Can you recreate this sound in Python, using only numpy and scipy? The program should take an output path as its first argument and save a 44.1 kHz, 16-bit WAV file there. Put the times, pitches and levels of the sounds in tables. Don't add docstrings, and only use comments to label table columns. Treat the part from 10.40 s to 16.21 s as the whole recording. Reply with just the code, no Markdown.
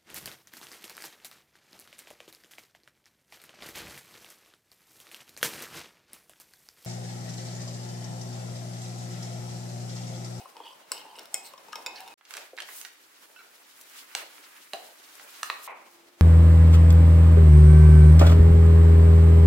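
import sys
import numpy as np
from scipy import signal
from scipy.fft import rfft, irfft, next_fast_len
from scipy.io import wavfile
from scipy.ndimage import map_coordinates

SR = 44100
rng = np.random.default_rng(int(sys.argv[2]) if len(sys.argv) > 2 else 0)


def natural_amplitude(level_db):
    exponent = np.asarray(level_db, float) / 20
    return 10 ** exponent


def log_audio(samples):
    frames = np.atleast_2d(samples).T
    limited = np.clip(frames, -1, 1)
    pcm = np.round(limited * 32767).astype(np.int16)
    wavfile.write(sys.argv[1], SR, pcm)


N = 256220

# (f/Hz, likeness/0..1)
LIKENESS = [(35, 0.55), (70, 0.76), (150, 0.66), (300, 0.47), (1000, 0.11), (4000, 0.08), (12000, 0.092)]
# (t/s, level/dB)
SCENE_FADE = [(0, -2), (1.741, 1), (1.744, -83), (1.757, -72), (1.773, -42), (1.776, -2), (1.81, -6.5),
              (1.9, 1), (5.81, 2.5)]
# (t/s, f/Hz)
CAVITY = [(0, 727), (0.029, 765), (0.055, 1070), (0.166, 927), (0.27, 900), (0.328, 1051), (0.44, 900),
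          (0.517, 1051), (0.609, 886), (0.79, 927), (0.939, 760), (1.019, 770), (1.129, 1058), (1.2, 1060),
          (1.28, 891), (1.47, 960), (1.53, 809), (1.743, 860)]
# (f/Hz, t60/s, then level/dB at floor, spout, handle, far wall, glancing, rim)
JUG_MODES = [(1446, 0.021, -37, -14, -20, -14, -11.5, -22), (2157, 0.16, -22, -29.5, -15.5, -19, -21, -17),
             (2540, 0.2, -15.5, -32, -18, -11.5, -30, -18.5), (2874, 0.039, -8.5, -20, -31, -33, -14, -25),
             (3180, 0.025, -17.5, -21, -9.5, -35, -22, -10),
             (3690, 0.032, -17.5, -35, -20, -11.5, -13, -11), (4170, 0.03, -17, -11.5, -42, -25, -14, -23),
             (4830, 0.039, -16, -13.5, -26, -13.5, -20, -24), (5414, 0.043, -11.5, -16, -3, -14, -13.5, -8),
             (7120, 0.02, -27, -36, -7, -10, -17.5, -14), (8040, 0.016, -23, -12, -5, -20, -20, -15),
             (9120, 0.036, -32, -16.5, -9, -37, -27, -25), (9920, 0.025, -28, -14, -16, -35, -21, -27),
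             (6240, 0.023, -28, -23, -16, -25, -29, -15)]
# (f/Hz, t60/s, then level/dB at the same six spots)
SPOON_MODES = [(5000, 0.04, -30, -20, -26, -24, -28, -23), (8630, 0.036, -28, -14.5, -15, -36, -27, -29),
               (10360, 0.041, -30, -18.5, -24, -34, -30, -30), (11500, 0.023, -34, -30, -18, -32, -28, -26),
               (13100, 0.025, -34, -19, -17, -28, -23.5, -16), (14300, 0.018, -36, -21, -20, -29, -28, -22)]
# (f/Hz, density/dB per Hz)
GRIT = [(2500, -15), (5000, -9.5), (9000, -13.5), (15800, -13)]
# (t/s, crack level/dB, crack f/Hz, pan/dB)
KNOCKS = [
    (1.3313, -35, 3000, 3),
    (2.132, -52, 700, -1),
    (2.962, -59, 2600, -7),
    (2.991, -57, 4000, -4),
    (3.006, -57, 2300, -1.5),
    (3.7506, -14.5, 2520, -3.5),
    (4.334, -22.5, 2030, -2),
    (5.031, -18.5, 2300, -2),
    (5.1, -26, 1400, -1),
    (5.276, -42, 1500, 2),
]


def unit(x):
    return x / np.sqrt(np.mean(x ** 2) + 1e-20)


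def along(points, hz):
    f, v = np.transpose(points)
    return np.interp(np.log(hz + 1), np.log(f + 1), v)


def curves(rows):
    s, *cols = np.transpose(rows)
    t = np.arange(N) / SR
    return [np.interp(t, s, c) for c in cols] + [(t >= s[0]) & (t < s[-1])]


def filtered(x, response):
    m = next_fast_len(x.shape[-1] + 8192)
    spectrum = rfft(x, m) * response(np.fft.rfftfreq(m, 1 / SR))
    return irfft(spectrum, m)[..., :x.shape[-1]]


def peaks(table):
    def response(f):
        return sum((-1) ** k * natural_amplitude(db) * 1j * f * w / (c * c - f * f + 1j * f * w)
                   for k, (c, w, db) in enumerate(table))
    return response


def wobble(rate):
    coarse = np.arange(0, N + 16, 16)
    knots = rng.standard_normal(int(N * rate / SR) + 5)
    return np.interp(np.arange(N), coarse, map_coordinates(knots, [coarse * rate / SR]))


def swells(s, hold, db, rise, fall):
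    t = np.arange(0, N / SR, 1e-3)[:, None]
    level = db - rise * np.maximum(s - t, 0) - fall * np.maximum(t - s - np.abs(hold), 0)
    return np.interp(np.arange(N) / SR, t[:, 0], np.sqrt(np.sum(natural_amplitude(level) ** 2, axis=1)))


def jolted(s, rise):
    nearest_knock = np.abs(s[:, None] - np.array(KNOCKS)[:, 0]).min(axis=1)
    return np.where(nearest_knock < 0.02, 3000, rise)


def rustle(spectrum, grain_db=0., clump_db=0., alike=LIKENESS):
    gain = natural_amplitude(grain_db * wobble(700) + clump_db * wobble(45))

    def response(hz):
        turn = np.arccos(np.clip(along(alike, hz), -1, 1)) / 2
        return natural_amplitude(along(spectrum, hz)) * [np.cos(turn), np.sin(turn)]

    mid, side = filtered(gain * rng.standard_normal((2, N)), response)
    return unit(np.array([mid + side, mid - side]))


def add(out, s, x, pan_db, wet_db):
    # (f/Hz, t60/s)
    room_t60 = [(200, 0.23), (1000, 0.54), (4000, 0.44), (12000, 0.12)]
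    hz, t = np.linspace(0, SR / 2, 129), np.arange(90) * 128 / SR
    z = rng.standard_normal((2, len(hz), len(t), 2)) @ [1, 1j]
    like = np.clip(along(LIKENESS, hz), 0, 1)[:, None]
    z[1] = like * z[0] + np.sqrt(1 - like ** 2) * z[1]
    decay = natural_amplitude(-60 * t / along(room_t60, hz)[:, None])
    tail = signal.istft(z * decay, SR, nperseg=256)[1]
    tail = tail / np.linalg.norm(tail[0])
    wet = natural_amplitude(wet_db) * signal.fftconvolve(np.pad(x, (130, 0))[None], tail, axes=1)
    lag = int(min(abs(.4 * pan_db), 4))
    wet[0, lag * (pan_db < 0):][:len(x)] += x * natural_amplitude(pan_db / 2)
    wet[1, lag * (pan_db > 0):][:len(x)] += x * natural_amplitude(-pan_db / 2)
    part = out[:, round(s * SR):][:, :wet.shape[1]]
    part += wet[:, :part.shape[1]]


def ring(modes, t, scatter_db, rough=0.):
    knots = np.arange(0, t[-1] + .012, .006)
    draw = rng.standard_normal((len(modes), 3))
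    waver = rng.standard_normal((len(modes), 2, len(knots)))
    shake = rough * np.clip(np.array(modes)[:, 0] / 4000, .55, 1.5)
    out = np.zeros(len(t))
    for (hz, db, t60), (d, p, e), (a, b), r in zip(modes, draw, waver, shake):
        u = t[t < t60]
        level = db + scatter_db * d - 60 * u / t60 + 3.32 * r * np.interp(u, knots, a)
        phase = 2 * np.pi * hz * (1 + 0.004 * r * e) * u + p + r * np.interp(u, knots, b)
        out[:len(u)] += natural_amplitude(level) * np.sin(phase)
    return out


def click(t, hz, q, t60):
    band = signal.iirpeak(hz, max(q, .3), SR)
    force = (t == 0) + 0.14 * rng.standard_normal(len(t)) * natural_amplitude(-60 * t / t60)
    x = signal.lfilter(*band, signal.lfilter(*band, force))
    return x / np.abs(x).max()


def carried(slips, width_hz, hz):
    band = signal.sosfilt(signal.butter(2, width_hz, fs=SR, output="sos"), slips)
    phase = 2 * np.pi * np.cumsum(hz) / SR
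    return unit(band[0] * np.cos(phase) + band[1] * np.sin(phase))


def air():
    # (t/s, level/dB)
    hiss_level = [(0, -55.5), (1.745, -54), (1.775, -69.5), (1.9, -65), (5.81, -60.5)]
    # (f/Hz, density/dB per Hz)
    first_spectrum = [(20, -58), (70, -47), (160, -23), (300, -16.5), (550, -11.5), (1300, -15),
                      (4000, -22), (15800, -30)]
    later_spectrum = [(20, -63), (60, -31), (130, -30.5), (300, -11.5), (550, -14.5), (1300, -17),
                      (3000, -20.5), (15800, -30.5)]
    # (f/Hz, level/dB, from t/s, to t/s)
    hum = [(100, -88, .5, 1.745), (345, -67, 5.4, 5.81)]
    t = np.arange(N) / SR
    tones = 0
    for hz, db, start, end in hum:
        drift = natural_amplitude(1.5 * wobble(12)) * np.exp(1.2j * wobble(14))
        tone = (drift * np.exp(2j * np.pi * hz * t)).real
        tones = tones + natural_amplitude(db) * tone * np.clip((t - start) / 0.11, 0, 1) * (t < end)
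    first, later = rustle(first_spectrum, clump_db=1.5), rustle(later_spectrum, clump_db=2.0)
    return natural_amplitude(curves(hiss_level)[0]) * np.where(t < SCENE_FADE[2][0], first, later) + tones


def stirring():
    # (t/s, hold/s, slosh level/dB, wall scrape level/dB, fine grit level/dB)
    strokes = [(0.002, 0.0037, -42.5, -48, -43), (0.058, 0.061, -66, -56, -51.5),
               (0.163, 0.078, -52, -66, -59), (0.25, 0.084, -57, -66, -52.5), (0.428, 0.022, -63, -56, -76),
               (0.537, 0.039, -50.5, -41, -40.5), (0.643, 0.087, -48.5, -56, -53),
               (0.77, 0.0069, -60, -47, -50), (0.948, 0.011, -41.5, -55, -38),
               (1.051, 0.014, -53, -49.5, -43), (1.137, 0.03, -57, -83, -80),
               (1.33, 0.036, -49.5, -64, -85), (1.39, 0.0081, -53, -60, -48),
               (1.465, 0.015, -43.5, -51, -63), (1.56, 0.059, -50.5, -46.5, -49),
               (1.68, 0.024, -51, -53, -55)]
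    # (t/s, hold/s, level/dB)
    gurgles = [(0.15, 0.082, -56), (0.515, 0.037, -45.5), (0.78, 0.012, -49), (0.942, 0.023, -55.5),
               (1.352, 0.039, -55.5), (1.466, 0.049, -53.5)]
    rise, fall = 520, 234
    cavity_hz, on = curves(CAVITY)
    s, hold, *levels_db = np.transpose(strokes)
    swish, scrape, grit = (swells(s, hold, db, rise, fall) for db in levels_db)
    gurgle = swells(*np.transpose(gurgles), 1500, fall)

    def slips():
        return natural_amplitude(3.5 * wobble(300) + 1.5 * wobble(45)) * rng.standard_normal(N)

    slosh = carried([slips(), slips()], 95, cavity_hz)
    swirl = unit(filtered(slips(), peaks([(585, 390, -2.5), (286, 72, 1.5)])))
    wall_modes = [(row[0], 140, row[2]) for row in JUG_MODES if row[0] < 4500]
    rim_modes = [(row[0], 180, row[3]) for row in JUG_MODES + SPOON_MODES if row[0] > 4500]
    wall = unit(filtered(slips(), peaks(wall_modes)))
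    rim = unit(filtered(slips(), peaks(rim_modes)))
    near = natural_amplitude(-3.5) * swish * (slosh + 0.33 * swirl) + gurgle * swirl
    near = near + natural_amplitude(-10) * scrape * wall + natural_amplitude(-15.5) * grit * rim
    out = natural_amplitude(-9) * grit * rustle(GRIT, grain_db=3.0, clump_db=2.5) * on
    add(out, 0, (near * on)[:2 * SR], pan_db=-.6, wet_db=-6)
    return out


def clinks():
    # (t/s, peak level/dB, cavity level/dB, crack level/dB, pan/dB)
    contacts = [
        [(0.014, -35.5, -8.5, -19, 9), (0.056, -38, 3.5, -20, 4), (0.167, -28, -9, -26, 3),
         (0.202, -39.5, 6.5, -21, 2), (0.255, -34.5, -9, -18, 0), (0.267, -40, 1, -20, -2),
         (0.306, -43, -2, -13, 3), (0.317, -48, -16, -15, 2), (0.326, -43.5, 1, -15, 11),
         (0.614, -34, -9, -17, 6.5), (0.755, -33.5, -15, -24, -2), (1.136, -39.5, 2.5, -2, 3),
         (1.635, -44.5, -2.5, -16, 0)],
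        [(0.5177, -10, -18, -11, 3)],
        [(0.9427, -15, -35, -2, 3)],
        [(1.284, -39, -2, -24, 3), (1.462, -15, -28, -19, -2), (1.467, -20.5, -17.5, -22, 2)],
        [(0.5782, -27.5, -13, -22, 0), (0.787, -24.5, -27, -22, 3), (0.793, -23, -22, -12, 2),
         (0.832, -44, -30, 4, 3), (0.856, -27.5, -32, -11, 2), (1.073, -31.5, -29, -17, 0),
         (1.323, -33, -30, -20, 7), (1.3265, -34, -28, -16, 2), (1.3295, -25.5, -22, -21, 1),
         (1.605, -27.5, -31, -5.5, 2.5), (1.677, -29, -13.5, -16, -4.5), (1.683, -29.5, -21, -14, 3)],
        [(1.178, -36.5, -9, -24, 5.5), (1.356, -21, -13.5, -19, 2.5)],
    ]
    spot_ring = [0.67, 1.15, 1.02, 0.97, 0.53, 0.97]
    out, t = np.zeros((2, N)), np.arange(SR // 8) / SR
    early = 1 + 2.4 * natural_amplitude(-60 * t / 0.0081)
    for spot, rows in enumerate(contacts):
        modes = [(hz, levels_db[spot] - 9.0, t60 * spot_ring[spot])
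                 for hz, t60, *levels_db in JUG_MODES + SPOON_MODES]
        for s, db, cavity_db, crack_db, pan_db in rows:
            hz = np.interp(s, *np.transpose(CAVITY))
            cavity_modes = [(hz, 0, .03), (1.18 * hz, -10, .02), (0.521 * hz, -9, .04)]
            pop = ring(cavity_modes, t, scatter_db=1.5) * (1 - np.exp(-t / 0.0015))
            body = early * ring(modes, t, scatter_db=0.3, rough=1.25)
            crack = natural_amplitude(crack_db - 60 * t / 0.0082) * np.diff(rng.standard_normal(len(t) + 1))
            x = natural_amplitude(cavity_db + 5.0) * pop + body + crack
            add(out, s, natural_amplitude(db) * x * (1 - np.exp(-t / 0.00053)), pan_db, wet_db=-9.5)
    return out


def drags():
    # (from t/s, to t/s, level/dB, first f/Hz, last f/Hz, width/Hz)
    scrapes = [(0.175, 0.34, -56.5, 3300, 3200, 140), (0.24, 0.343, -51, 3100, 3050, 190),
               (0.21, 0.35, -63, 4500, 4600, 110), (0.33, 0.335, -56, 4700, 6300, 130),
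               (0.555, 0.61, -53, 2850, 3200, 79), (0.69, 0.725, -60, 3120, 3130, 70),
               (0.705, 0.718, -60, 4600, 4600, 170), (0.76, 0.77, -57, 6500, 12000, 250),
               (0.78, 0.825, -54, 2600, 4500, 124), (0.8, 0.85, -74, 3200, 11000, 77),
               (1.03, 1.12, -61, 13400, 13200, 350), (1.66, 1.692, -60, 3500, 3900, 82),
               (1.68, 1.742, -58, 2520, 2540, 29), (1.55, 1.64, -57, 1700, 1650, 90),
               (1.34, 1.45, -74, 2000, 2130, 58), (1.042, 1.107, -53.5, 4460, 3900, 270),
               (1.028, 1.097, -54, 8400, 8000, 200), (1.556, 1.594, -47.5, 4780, 4590, 660),
               (1.562, 1.628, -60, 2000, 2700, 94)]
    out = np.zeros((2, N))
    for start, end, db, first_hz, last_hz, width_hz in scrapes:
        u = np.linspace(0, 1, int((end - start) * SR))
        grip = np.repeat(rng.standard_normal(len(u)), 256)[:len(u)]
        slips = natural_amplitude(4.4 * grip) * rng.standard_normal((2, len(u)))
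        x = carried(slips, width_hz, first_hz + (last_hz - first_hz) * u)
        x = x * np.sin(np.pi * u ** 0.65) ** .5
        add(out, start, natural_amplitude(db) * x, pan_db=-2.0, wet_db=-11.5)
    return out


def thumps():
    # (t/s, level/dB, f/Hz)
    pushes = [
        (0.518, -52, 198),
        (0.943, -63, 200),
        (1.462, -56, 120),
        (1.968, -68, 90),
        (3.751, -63, 150),
        (4.335, -50, 200),
        (5.032, -73, 80),
        (5.102, -60, 60),
        (5.276, -54, 130),
    ]
    out, t = np.zeros(N), np.arange(SR // 8) / SR
    for s, db, hz in pushes:
        push = (1 - hz * 4.1 * t) * np.exp(-hz * 4.4 * t) * (1 - np.exp(-t / 0.0008))
        out[round(s * SR):][:len(t)] += natural_amplitude(db) * push
    return signal.sosfilt(signal.butter(2, 600, fs=SR, output="sos"), out)


def knocks():
    # (f/Hz, level/dB, t60/s)
    hollows = [
        [(1236, -29, 0.035), (1650, -36.5, 0.051), (3000, -29.5, 0.0072)],
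        [(504, -35.5, 0.04), (352, -44.5, 0.076), (725, -43, 0.023)],
        [(1493, -48.5, 0.2), (2630, -53, .1), (2900, -52, .04), (5440, -63, .1)],
        [(1420, -51, 0.15), (4050, -51.5, 0.04), (2280, -53, 0.12), (2700, -53, .05)],
        [(1500, -49, 0.1), (1335, -54, 0.1), (5500, -61, 0.08)],
        [(790, -28.5, 0.023), (530, -40.5, 0.035), (1610, -26, 0.012), (2900, -33, .01), (1080, -26, 0.011),
         (4000, -28, 0.014), (6300, -25, 0.011), (7930, -16, 0.0057)],
        [(765, -31.5, 0.061), (796, -46.5, 0.28), (743, -45.5, 0.43), (692, -40, 0.3), (623, -39.5, 0.24),
         (396, -38.5, 0.072), (228, -38.5, 0.039), (1155, -31.5, 0.017), (1950, -25, 0.0061),
         (2920, -27, 0.009), (4050, -26, 0.0078)],
        [(1285, -16, 0.01), (1010, -30, 0.0081), (1750, -19, 0.0096), (2830, -23, 0.0089), (4330, -26, 0.0051),
         (6000, -26, .007), (8400, -27, 0.01)],
        [(900, -28, 0.013), (1210, -18.5, 0.0098), (1900, -22, 0.013), (2590, -23.5, 0.013),
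         (2160, -30, 0.0097), (4000, -22.5, 0.0091), (3300, -35, 0.006)],
        [(1015, -34, 0.03), (628, -43, 0.028), (2300, -46, 0.012)],
    ]
    out, t = np.zeros((2, N)), np.arange(SR // 4) / SR
    for (s, db, hz, pan_db), modes in zip(KNOCKS, hollows):
        blow = click(t, hz, q=0.83, t60=0.0057)
        rebound = np.roll(click(t, 1.85 * hz, q=0.43, t60=0.0072), round(0.0015 * SR))
        body = ring(modes, t, scatter_db=0.5, rough=0.85) * (1 - np.exp(-t / 0.00023))
        add(out, s, natural_amplitude(db) * (blow + 0.95 * rebound) + body, pan_db, wet_db=-7.0)
    return out


def bag():
    # (t/s, level/dB)
    flow = [(1.78, -66.5), (2.55, -62), (3.2, -60.5), (3.5, -57), (4.1, -57.5), (4.6, -58), (5.0, -52.5),
            (5.272, -59.5)]
    # (t/s, hold/s, level/dB, brightness/dB: sliding high, creasing low)
    rubs = [(1.915, 0.066, -52, -3.5), (1.999, 0.061, -55.5, -3.5), (2.185, 0.04, -78, -6),
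            (2.3, 0.033, -49, 1.5), (2.35, 0.061, -52.5, 10.5), (2.43, 0.043, -57, 2),
            (2.83, 0.017, -58.5, 0), (2.99, 0.024, -66, -11), (3.41, 0.0074, -68, 14),
            (3.555, 0.037, -57.5, -2), (3.58, 0.011, -50, 1.5), (3.72, 0.031, -58, -6),
            (3.755, 0.057, -46.5, -3), (3.956, 0.0089, -56.5, -2), (4.03, 0.041, -68, -18),
            (4.14, 0.034, -64.5, -16), (4.338, 0.021, -54, -11.5), (4.4, 0.083, -59.5, 1.5),
            (4.795, 0.02, -66, -8), (5.035, 0.032, -49, 0.5), (5.103, 0.019, -54, -7),
            (5.24, 0.036, -51.5, 4)]
    # (t/s, hold/s, level/dB)
    booms = [(1.964, 0.033, -51.5), (2.193, 0.025, -53), (2.297, 0.16, -65), (2.867, 0.35, -66.5),
             (3.753, 0.057, -50.5), (3.94, 0.017, -59.5), (4.353, 0.048, -50.5), (4.453, 0.066, -59.5),
             (4.803, 0.048, -58), (5.101, 0.015, -49), (5.205, 0.013, -58)]
    # (f/Hz, density/dB per Hz)
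    hiss_spectrum = [(3000, -23.5), (7000, -6.5), (10000, -4.5), (15800, -6.5)]
    middle_spectrum = [(1500, -23), (3000, 0.5), (5000, -1), (7500, -6), (11000, -18.5)]
    crackle_spectrum = [(400, -34), (900, 2), (1500, 4.5), (2500, 2), (3500, -8), (6000, -13.5)]
    boom_spectrum = [(120, -27), (300, 0), (600, 2.5), (900, 0), (1500, -39)]
    flow_db, on = curves(flow)
    s, hold, db, bright_db = np.transpose(rubs)

    def effort(share):
        rubbing = swells(s, hold, db + share * bright_db, jolted(s, 250), 276)
        return np.hypot(natural_amplitude(flow_db), rubbing)

    hiss = natural_amplitude(-1.5) * effort(1) * rustle(hiss_spectrum, grain_db=1.0, clump_db=-1.5)
    middle = natural_amplitude(-3) * effort(0) * rustle(middle_spectrum, grain_db=-1.0, clump_db=2.5)
    crackle = natural_amplitude(-2) * effort(-0.6) * rustle(crackle_spectrum, grain_db=-1.5, clump_db=2.0)
    crackle = crackle * natural_amplitude([[-.8], [.8]])
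    boom_s, *shape = np.transpose(booms)
    boom = swells(boom_s, *shape, jolted(boom_s, 230), 130)
    boom = boom * rustle(boom_spectrum, grain_db=3.0, clump_db=2)
    return on * (hiss + middle + crackle + boom)


def snaps():
    # (t/s, peak level/dB, centre f/Hz, brightness/dB, pan/dB)
    creases = [(1.811, -37, 1330, -33, -6), (1.852, -38, 3370, -35, -5), (1.908, -34.5, 1950, -4.5, -9),
               (1.939, -29, 2030, -3, -7), (1.9512, -31.5, 2150, -25, -6), (1.9678, -30, 6300, -40, 2),
               (1.9691, -30.5, 1960, -0.5, -3.5), (1.9768, -31.5, 2160, -21, -3),
               (2.177, -31.5, 1850, -38, -9), (2.1856, -26, 1650, -33, -6.5), (2.189, -34, 2570, -27, -4),
               (2.196, -36, 2020, -27, -5), (2.203, -27, 2370, -5.5, -6.5), (2.221, -30, 3230, -12, 3.5),
               (2.288, -33, 1530, -17, -5), (2.414, -34, 2290, 1, -7.5), (2.4499, -27.5, 2250, -11, -6.5),
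               (2.168, -39, 4500, -22, 2), (3.4132, -32, 13500, -14, 2), (3.4045, -43, 12000, -14, 0),
               (3.47, -44, 14000, -17, 0), (3.497, -40, 14000, -15, 2), (3.955, -45, 1440, -15, 0),
               (4.04, -45, 1680, -25, 0), (4.165, -42, 2190, -25, -2), (4.18, -48, 1900, -25, -1),
               (5.264, -41, 2500, -12, 0), (3.981, -40.5, 1570, -21, 0), (4.754, -48.5, 2280, 4, 12),
               (4.797, -37, 1040, -18, -6)]
    out, t = np.zeros((2, N)), np.arange(SR // 20) / SR
    for s, db, hz, bright_db, pan_db in creases:
        edge = natural_amplitude(bright_db + 8.5) * click(t, 5700, q=0.75, t60=0.013)
        x = click(t, hz, q=0.84, t60=0.028) + edge
        add(out, s, natural_amplitude(db - 0.5) * x, pan_db, wet_db=-5.0)
    return out


def slump():
    # (t/s, hold/s, level/dB)
    flour = (5.278, 0.0054, -41)
    # (f/Hz, width/Hz, level/dB)
    bowl = [(543, 600, -7), (1050, 500, -4.5), (2020, 260, -9.5), (2350, 400, -10)]
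    fall = swells(*flour, 2500, 95)
    lumps = natural_amplitude(0.99 * wobble(220)) * rng.standard_normal((2, N))
    lumps = 0.77 * lumps[0] + .5 * lumps * [[0], [1]] + .5 * lumps[::-1] * [[-1], [0]]

    def response(f):
        return peaks(bowl)(f) * f / (f + 300) / np.hypot(1, (f / 2750) ** 4)

    return fall * unit(filtered(lumps, response))


def sleeve():
    # (t/s, half length/s, level/dB)
    brush = (5.525, 0.058, -60)
    s, half, db = brush
    shape = np.exp(-((np.arange(N) / SR - s) / half) ** 2)
    return natural_amplitude(db) * shape * rustle(GRIT, grain_db=-2.0)


def scene():
    mic_low_hz, first_change_s, second_change_s = 222, 1.76, 5.272
    t = np.arange(N)
    jug = (stirring() + clinks() + drags()) * (t < first_change_s * SR)
    paper = bag() + snaps() * (t < second_change_s * SR)
    near = jug + knocks() + paper + slump() + sleeve()
    return filtered(near, lambda f: (1j * f / (mic_low_hz + 1j * f)) ** 4) + air() + thumps()


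def top_cut(x):
    return signal.sosfilt(signal.butter(12, 16500, fs=SR, output="sos"), x)


def record(dry):
    dry = dry / (1 + np.abs(dry / .5) ** 4) ** (1 / 4)
    dry = filtered(dry, lambda f: np.where(f < 15880, 1, natural_amplitude(-32)))
    return top_cut(dry * natural_amplitude(curves(SCENE_FADE)[0]))


dry = scene()
out = record(dry)
log_audio(out)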